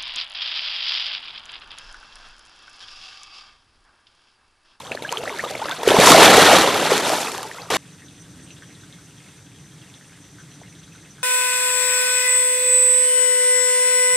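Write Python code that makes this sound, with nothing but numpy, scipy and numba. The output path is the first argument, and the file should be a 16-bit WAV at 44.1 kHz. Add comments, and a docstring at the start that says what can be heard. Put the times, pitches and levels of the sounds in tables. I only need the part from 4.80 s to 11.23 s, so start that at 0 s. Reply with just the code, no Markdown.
"""At the edge of a pond, a fish feed heard by a phone on the bank. Mouths smack and small bubbles plop (gliding
damped sines), then the shoal bolts and thrashes: swarms of such bubbles over coloured noise, with noise cracks
for the slaps. Spray patters back as the water settles; a short snippet of splash is cut in, with abrupt edges.
Then the pond lies calm: a distant rumble, faint insects and steady hiss, all filtered noise, and a few tiny pops.
The phone overloads on the splash."""
import sys
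import numpy as np
from scipy import signal
from scipy.fft import rfft, irfft, next_fast_len
from scipy.io import wavfile
from scipy.ndimage import uniform_filter1d
from numba import njit

SR = 44100
rng = np.random.default_rng(int(sys.argv[2]) if len(sys.argv) > 2 else 0)


def digitize_waveform(pressure):
    """Quantize a signal to 16-bit integers and store it at the path in sys.argv[1].

    Rows of a 2-D input are taken as channels; values are limited to [-1, 1].
    """
    field = np.atleast_2d(pressure).T
    bounded = np.clip(field, -1, 1)
    quanta = np.round(bounded * 32767).astype(np.int16)
    wavfile.write(sys.argv[1], SR, quanta)


N = 283563  # length in samples

# How hard the fish churn the water: they nibble, bolt, thrash and settle.
# Each row: time in seconds, effort in dB.
EFFORT = [(0, -42.5), (0.21, -47), (0.31, -38), (1.05, -35), (1.09, -16.5), (1.17, -18), (1.29, -8),
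          (1.37, -12), (1.44, -9.5), (1.64, -12.5), (1.77, -13.5), (1.92, -21), (2.04, -19.5), (2.33, -25),
          (2.56, -34), (2.63, -38), (2.87, -48)]
# How thickly the bubbles crowd. Each row: time in seconds, density in dB (20 dB is tenfold) against full thrash.
CROWDING = [(0, -19), (1.0, -16), (1.25, 0), (1.8, -2), (2.4, -5), (2.8, -14), (2.9, -1)]
# Colour of the big air pockets. Each row: frequency in Hz, gain in dB.
SLOSH_COLOUR = [(30, -29), (70, -32.5), (120, -25), (190, -18.5), (240, -8), (300, -4.5), (450, 1),
                (650, 0), (1000, -1.5), (1300, -7), (1800, -26.5)]
# Colour of the small bubbles. Each row: frequency in Hz, gain in dB.
FIZZ_COLOUR = [(800, -26), (1300, 1), (1700, 0), (2700, -2.5), (3600, -1.5), (4400, -4.5), (5500, -27.5)]
# Colour of the spray. Each row: frequency in Hz, gain in dB.
SPRAY_COLOUR = [(3000, -30.5), (4600, 0.5), (5600, 1), (7500, -2), (10500, -5.5), (13000, -9)]
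# Colour of the thump of heaved water. Each row: frequency in Hz, gain in dB.
HEAVE_COLOUR = [(30, -32), (65, -24), (95, -5.5), (140, -7), (190, 0.5), (225, -3.5), (275, -0.5),
                (350, -6.5), (500, -28)]
# Deep gulps of the cavities that tails tear open. Each row: start in seconds, starting pitch in Hz, level in dB.
GULPS = [(1.075, 478, 6.5), (1.107, 440, 2), (1.117, 660, 2.5), (1.142, 463, 0.5), (1.167, 975, 0),
         (1.186, 230, 5), (1.197, 560, 5), (1.273, 1100, 2.5), (1.308, 380, 1), (1.32, 1250, 3),
         (1.346, 760, 8), (1.434, 553, 4.5), (1.579, 506, 9.5), (1.687, 730, 4), (1.787, 394, 1.5),
         (1.847, 690, -4), (2.118, 476, 1.5), (2.3, 720, -6), (2.584, 900, -17)]
# Tail slaps and single drops that smack the surface. Each row: start in seconds, level in dB before colouring.
SMACKS = [(0.124, -37), (0.318, -19), (0.325, -15), (0.587, -22), (0.711, -21), (0.894, -17), (1.078, -8),
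          (1.2, -1), (1.28, -5.5), (1.318, 6), (1.43, 2.5), (2.179, -8), (2.294, -10), (2.353, -19),
          (2.518, -16.5), (2.579, -19), (2.63, -18.5)]
# Short plips of snapping mouths and falling drops.
# Each row: start in seconds, starting pitch in Hz, level in dB, glide in octaves per second.
PLIPS = [(0.095, 830, -18.5, -56), (0.113, 510, -8.5, -74), (0.118, 2420, -9, 63), (0.149, 636, -9.5, -63),
         (0.174, 1690, -15.5, 29), (0.222, 540, -10, -48), (0.292, 2860, -12, 50), (0.372, 2990, -9, 70),
         (0.436, 670, -7.5, -38), (0.477, 1740, -10.5, 50), (0.495, 2230, -13, -59), (0.638, 616, -7, -20),
         (0.752, 2260, -14, -38), (0.753, 650, -10, -62), (0.856, 570, -8.5, 60), (0.886, 1650, -11, 0),
         (0.912, 3640, -11.5, -34), (0.995, 600, -15, 35), (1.019, 950, -13, -57), (1.032, 880, -5.5, 64),
         (2.404, 730, -9, 60), (2.472, 2500, -13, 9), (2.548, 980, -10.5, -63), (2.714, 1920, -16.5, -35.5),
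         (2.819, 4300, -24, 64), (2.833, 1250, -26, 29)]
# Long bloops of bubbles that rise to the surface.
# Each row: start in seconds, starting pitch in Hz, level in dB, glide in octaves per second.
BLOOPS = [(0.249, 1590, -19, 10), (0.324, 892, -17.5, 20.5), (0.375, 394, -23.5, 10.5),
          (0.453, 1060, -25, 69), (0.514, 416, -28, 0), (0.593, 1726, -14.5, 28.5),
          (0.639, 1180, -19.5, 6.5), (0.722, 600, -27.5, 2.5), (0.816, 794, -17.5, 18),
          (0.897, 746, -22, 48), (0.918, 1484, -20, 8)]
# One soft plop on the calm pond. Each row: start in seconds, starting pitch in Hz, level in dB,
# 60 dB decay time in seconds, glide in octaves per second.
CALM_PLOP = [(5.815, 970, -35, 0.04, -150)]
# The clearest tiny pops out on the calm pond. Each row: start in seconds, level in dB, starting pitch in Hz.
POPS = [(3.2201, -32.5, 1820), (3.284, -31, 3520), (3.7053, -28.5, 2720), (3.8227, -28.5, 1690),
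        (4.035, -34.5, 1490), (4.126, -28.5, 3550), (5.1404, -28, 3480), (5.2113, -35, 1720),
        (5.5857, -32.5, 1520), (5.6026, -32, 1500), (5.8338, -33.5, 1970), (6.3827, -35, 1475)]
# Insects in the grass. Each row: pitch in Hz, band width in Hz, level in dB, flutter rate per second,
# flutter depth in dB (typical spread).
INSECTS = [(6064, 560, -61, 55, 4), (8540, 114, -71.5, 55, 5.5), (9220, 240, -72.5, 35, 4)]
# Level of the distant rumble. Each row: time in seconds, level in dB.
RUMBLE_LEVEL = [(3.1, -48.5), (3.6, -44.5), (4.5, -49.5), (4.65, -45.5), (4.9, -45.5), (5.25, -51.5),
                (5.6, -46.5), (6.43, -48)]
# Colour of the rumble. Each row: frequency in Hz, gain in dB.
RUMBLE_COLOUR = [(30, -31), (62, -11), (76, -10), (100, -4), (130, 0), (165, 2.5), (220, -11), (255, -8),
                 (290, -4), (372, -17.5), (415, -14.5), (520, -25), (1000, -35.5), (2000, -48)]
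# Colour of the steady hiss of the open air. Each row: frequency in Hz, gain in dB.
HISS_COLOUR = [(400, 3.5), (700, 0), (1100, -0.5), (1650, 2), (2150, -1.5), (3000, -2), (3500, 2),
               (4200, -2.5), (5500, -3.5), (6700, -4), (8300, -1), (9300, -4.5), (10500, -11),
               (13000, -15.5)]
# Width of the stereo image. Each row: frequency in Hz, gain of the side signal in dB.
WIDTH = [(60, -18.5), (150, -17.5), (400, -52), (2200, -52), (3300, -44), (4500, -8), (7000, 0),
         (13000, -3.5)]

# a short snippet of splash, cut in with abrupt edges
SNIPPET_START_S, SNIPPET_END_S = 2.902, 2.970
SNIPPET_DB = (-21, -23, -28.5)  # slosh, fizz, spray
# each layer follows the effort: level in dB at 0 dB effort, dB per dB of effort
SLOSH_LAW, FIZZ_LAW, SPRAY_LAW = (0, 0.97), (-1.3, 1.025), (-8, 1.018)
# the bolt throws up a sheet of extra spray
THROW_S, THROW_WIDTH_S, THROW_DB = 1.29, 0.07, 5
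# after its time in the air the spray gradually starts to patter back
FLIGHT_S, FALL_WIDTH_S, FALL_DB = 0.95, 0.08, 4.5
GULP_T60_S, GULP_GLIDE_OCT_PER_S = 0.026, -37.5
STRAY_DROPS_PER_S, STRAY_DROP_DB, DROP_SPREAD_DB = 14, 1, 2.5  # levels relative to the effort
PLIP_T60_S = 0.01
BLOOP_CYCLES = 78  # cycles at the starting pitch until a bloop has died away
STRAY_BUBBLE_DB = -40  # ceiling for the stray bubbles
WAKE_DB, WAKE_T60_S = -24.5, 0.11  # stirring of the water relative to its bubble
HISS_DB = -52.5
TOP_HZ = 13080  # top of the phone's range


def stirred():
    """How hard the water moves, in dB: the shoal's effort plus the short wake of each plip or bloop."""
    t = np.arange(SR // 4) / SR
    power = undb(curve(EFFORT)) ** 2
    for start_s, _, db, _ in [*PLIPS, *BLOOPS]:
        start = int(start_s * SR)
        power[start:start + len(t)] += undb(db + WAKE_DB - 60 * t / WAKE_T60_S) ** 2
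    return 10 * np.log10(power)


def churn_levels(effort_db):
    """Slosh, fizz and spray levels in dB: they follow the effort, then hold steady from the snippet on."""
    t = np.arange(N) / SR
    slosh_db, fizz_db, spray_db = (
        base_db + slope * effort_db for base_db, slope in (SLOSH_LAW, FIZZ_LAW, SPRAY_LAW))
    thrown_db = THROW_DB * np.exp(-((t - THROW_S) / THROW_WIDTH_S) ** 2)
    falling_db = FALL_DB * (1 + np.tanh((t - THROW_S - FLIGHT_S) / FALL_WIDTH_S)) / 2
    levels = slosh_db, fizz_db, spray_db + thrown_db + falling_db
    return [np.where(t >= SNIPPET_START_S, snippet_db, db) for snippet_db, db in zip(SNIPPET_DB, levels)]


def churn(effort_db):
    """Thrashing fish trap big air pockets, shed small bubbles and throw spray that ticks on the surface."""
    slosh_db, fizz_db, spray_db = churn_levels(effort_db)
    crowd_db = curve(CROWDING)
    pockets = swarm(crowd_db, 198.3, 1530, rate=1000, cycles=29.4, scatter_db=2, rise=0.27)
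    small = swarm(crowd_db, 1121, 4930, rate=4000, cycles=35.0, scatter_db=3, rise=0.46)
    drops = swarm(crowd_db, 3390, 12470, rate=5000, cycles=23.0, scatter_db=1.0, rise=0.36)
    # water breaks up in quick spurts and slower strokes
    spurt_db = 1.64 * walk(140)
    stroke_db = 1.0 * walk(27.96)
    slosh = shaped(pockets, SLOSH_COLOUR, wash_db=5.5) * undb(slosh_db + stroke_db + 0.5 * spurt_db)
    fizz = shaped(small, FIZZ_COLOUR, wash_db=1.5) * undb(fizz_db + stroke_db + 0.8 * spurt_db)
    spray = shaped(drops, SPRAY_COLOUR, wash_db=2.5) * undb(spray_db + stroke_db + spurt_db)
    # the thump grows faster than the slosh, so it tells mainly on the hardest tail strokes
    heave = unit(colour(rng.standard_normal((2, N)), HEAVE_COLOUR))
    thump = heave * undb(1.266 * slosh_db - 9.0)
    before_end = np.arange(N) / SR < SNIPPET_END_S
    return (slosh + fizz + spray + thump) * before_end


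def gulps():
    """Big cavities whose pitch falls as they grow, and which close quickly."""
    start_s, hz, db = np.transpose(GULPS)
    return bubbles(start_s, hz, db, GULP_T60_S, GULP_GLIDE_OCT_PER_S, wet_db=-23.5)


def smacks(effort_db, t60):
    """Slaps and drops crack the surface for milliseconds; stray drops fall at random, as hard as the fish churn."""
    t = np.arange(SR // 25) / SR
    when, strength = rng.random((int(STRAY_DROPS_PER_S * SNIPPET_START_S), 2)).T
    stray_s = when * SNIPPET_START_S
    effort_then_db = effort_db[(stray_s * SR).astype(int)]
    stray_db = effort_then_db + STRAY_DROP_DB + DROP_SPREAD_DB * (2 * strength - 1)
    out = np.zeros((2, N))
    for start_s, db in [*SMACKS, *zip(stray_s, stray_db)]:
        crack = rng.standard_normal((2, len(t))) * undb(-60 * t / t60) * [[1], [0.5]]
        start = int(start_s * SR)
        out[:, start:start + len(t)] += undb(db) * crack
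    return colour(out, [(1500, 4.5), (4500, 0.5), (7000, -1.0), (13000, -9.5)])


def plips():
    """Snapping mouths and falling drops make tiny bubbles that are gone in a moment."""
    start_s, hz, db, glide = np.transpose(PLIPS)
    return bubbles(start_s, hz, db, PLIP_T60_S, glide, wet_db=-13.5)


def bloops():
    """Rising bubbles die away in time inverse to their starting pitch, so the big ones last longest."""
    start_s, hz, db, glide = np.transpose(BLOOPS)
    return bubbles(start_s, hz, db, BLOOP_CYCLES / hz, glide, wet_db=-11)


def strays(effort_db):
    """Faint rising bubbles here and there until the snippet, fainter still when the fish are quiet."""
    gurgle = swarm(np.zeros(N), 416.6, 2640, rate=55, cycles=55, scatter_db=1.5, rise=0.6)
    before_snippet = np.arange(N) / SR < SNIPPET_START_S
    return gurgle * undb(np.minimum(effort_db, STRAY_BUBBLE_DB)) * before_snippet


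def pops():
    """Far little pops: a bubble rings for a moment, blurred by the trees around the pond."""
    start_s, db, hz = np.array(POPS, float).T.copy()
    centred = np.zeros(len(hz))
    clear = ring(start_s, hz, undb(db), 18 / hz, np.full(len(hz), 15.), centred, 0.8)
    faint = swarm(np.zeros(N), 1375, 3900, rate=69, cycles=19.4, scatter_db=2.5, rise=0.23) * undb(-59.5)
    return clear + faint + scatter(clear + faint, t60=0.075)


def insects():
    """Each shrills as noise in a narrow band and flutters quickly and unevenly."""
    out = 0
    for hz, width_hz, db, flutter_rate, flutter_db in INSECTS:
        far, near = 1.5 * width_hz, width_hz / 2
        band = [(hz - far, -30), (hz - near, -3), (hz, 0), (hz + near, -3), (hz + far, -30)]
        shrill = unit(colour(rng.standard_normal((2, N)), band))
        out = out + shrill * undb(db + flutter_db * walk(flutter_rate))
    return out * [[1], [0.65]]


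def open_air():
    """Filtered noise: a distant low rumble that swells slowly, under a thin steady hiss."""
    rumble = unit(colour(rng.standard_normal(N), RUMBLE_COLOUR))
    rumble = rumble * undb(curve(RUMBLE_LEVEL) + 0.63 * walk(4.2))
    hiss = unit(colour(rng.standard_normal((2, N)), HISS_COLOUR)) * undb(HISS_DB + 0.65 * walk(9.1))
    return rumble * [[1], [0]] + hiss * [[1], [0.65]]


def bubbles(start_s, hz, db, t60, glide, wet_db):
    """Single plops, each followed by a short scatter off the bank and its plants."""
    rows = np.broadcast_arrays(start_s, hz, db, t60, glide)
    start_s, hz, db, t60, glide = np.array(rows, float)
    pan = rng.uniform(-0.58, 0.5, len(start_s))
    plops = ring(start_s, hz, undb(db), t60, glide, pan, 0.72)
    return plops + undb(wet_db) * scatter(plops, t60=0.093)


def scatter(x, t60):
    """Many weak reflections that die away quickly, heard as noise convolved with the mid signal."""
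    t = np.arange(SR // 4) / SR
    tail = rng.standard_normal((2, len(t))) * undb(-60 * t / t60) * (1 - np.exp(-t / 0.0049))
    tail /= np.sqrt(np.sum(tail[0] ** 2))
    return signal.fftconvolve(x[:1], tail, axes=1)[:, :N]


def swarm(crowd_db, low_hz, high_hz, rate, cycles, scatter_db, rise):
    """Random bubbles of about unit rms, rate a second at full crowding."""
    density = rate * undb(crowd_db)
    expected = np.cumsum(density) / SR
    place, pitch, loud, life, lift, side = rng.random((int(expected[-1]), 6)).T
    at = np.searchsorted(expected, place * expected[-1])
    hz = low_hz * (high_hz / low_hz) ** pitch
    t60 = cycles * 2 ** (2 * life - 1) / hz
    size = unit(undb(-scatter_db * np.log(1 - 0.98 * loud)))
    # dense or long bubbles overlap more, so each is made smaller
    size = 2 * np.sqrt(np.log(1000) / (t60 * density[at])) * size
    # a bubble's pitch rises as it nears the surface
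    glide = 2 * rise * lift / t60
    return ring(at / SR, hz, size, t60, glide, 2 * side - 1, 0.37)


@njit
def ring(start_s, hz, size, t60, glide, pan, swell_cycles):
    """Bubbles as damped, gliding sines that swell within a cycle or so; returns mid and side."""
    out = np.zeros((2, N))
    for k in range(len(start_s)):
        start = int(start_s[k] * SR)
        phase, fade, gap, f = 0., size[k], 1., hz[k]
        decay = np.exp(-6.91 / (t60[k] * SR))
        swell = np.exp(-f / (swell_cycles * SR))
        bend = 2 ** (glide[k] / SR)
        for i in range(max(start, 0), min(start + int(t60[k] * SR), N)):
            v = fade * (1 - gap) * np.sin(phase)
            out[0, i] += v
            out[1, i] += v * pan[k]
            phase += 2 * np.pi * f / SR
            fade, gap = fade * decay, gap * swell
            # the glide stops at 2.6 times above or below the starting pitch
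            f = min(max(f * bend, hz[k] / 2.6), hz[k] * 2.6, 0.45 * SR)
    return out


def shaped(grains, points, wash_db):
    """Grains over a wash of unresolved droplets, in a given colour and with the mid at rms 1."""
    # equal energy per octave becomes equal energy per hertz
    flat = colour(grains, [(30, -27), (15360, 0)])
    wash_gain = undb(wash_db)
    wash = wash_gain * rng.standard_normal((2, N)) * [[1], [0.6]]
    mix = (flat / np.std(flat[0]) + wash) / np.hypot(1, wash_gain)
    water = colour(mix, points)
    return water / np.std(water[0])


def colour(x, points):
    """Causal minimum-phase filter through (Hz, dB) points, falling 10 dB per octave beyond both ends."""
    size = next_fast_len(N + 8192, real=True)
    hz, db = np.transpose(points)
    octave = np.log2(np.maximum(np.fft.rfftfreq(size, 1 / SR), 1))
    beyond = np.abs(octave - np.clip(octave, np.log2(hz[0]), np.log2(hz[-1])))
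    gain_db = np.interp(octave, np.log2(hz), db) - 10 * beyond
    # folding the cepstrum forward in time makes the filter causal
    cepstrum = irfft(np.log(undb(gain_db)), size)
    cepstrum[1:size // 2] *= 2
    cepstrum[size // 2 + 1:] = 0
    return irfft(rfft(x, size) * np.exp(rfft(cepstrum)), size)[..., :N]


def walk(rate):
    """Random levels held 1 / rate s and slewed twice; spread near 1."""
    k = int(SR / rate)
    held = np.repeat(rng.standard_normal(N // k + 1), k)
    return 1.3 * uniform_filter1d(uniform_filter1d(held, k), k)[:N]


def curve(table):
    """Rows of (seconds, value) joined by straight lines."""
    s, value = np.transpose(table)
    return np.interp(np.arange(N) / SR, s, value)


def undb(db):
    """Decibels to gain."""
    return 10 ** (np.asarray(db) / 20)


def unit(x):
    """Scale to rms 1."""
    return x / np.sqrt(np.mean(x ** 2))


def scene():
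    """All sources to left and right; the treble spreads wide, the middle range stays central."""
    effort_db = stirred()
    water = churn(effort_db) + gulps() + smacks(effort_db, t60=0.01)
    feeding = water + plips() + bloops() + strays(effort_db)
    calm = bubbles(*np.transpose(CALM_PLOP), wet_db=-8) + pops() + insects() + open_air()
    mid, side = feeding + calm
    side = colour(side, WIDTH)
    return np.array([mid + side, mid - side])


def record(dry):
    """The phone on the bank flattens the highest peaks of the splash and cuts the top."""
    clipped = dry / (1 + np.abs(dry / 0.97) ** 8) ** (1 / 8)
    top_cut = signal.ellip(10, 0.2, 70, TOP_HZ, fs=SR, output="sos")
    return signal.sosfilt(top_cut, clipped)


dry = scene()
out = record(dry)
digitize_waveform(out)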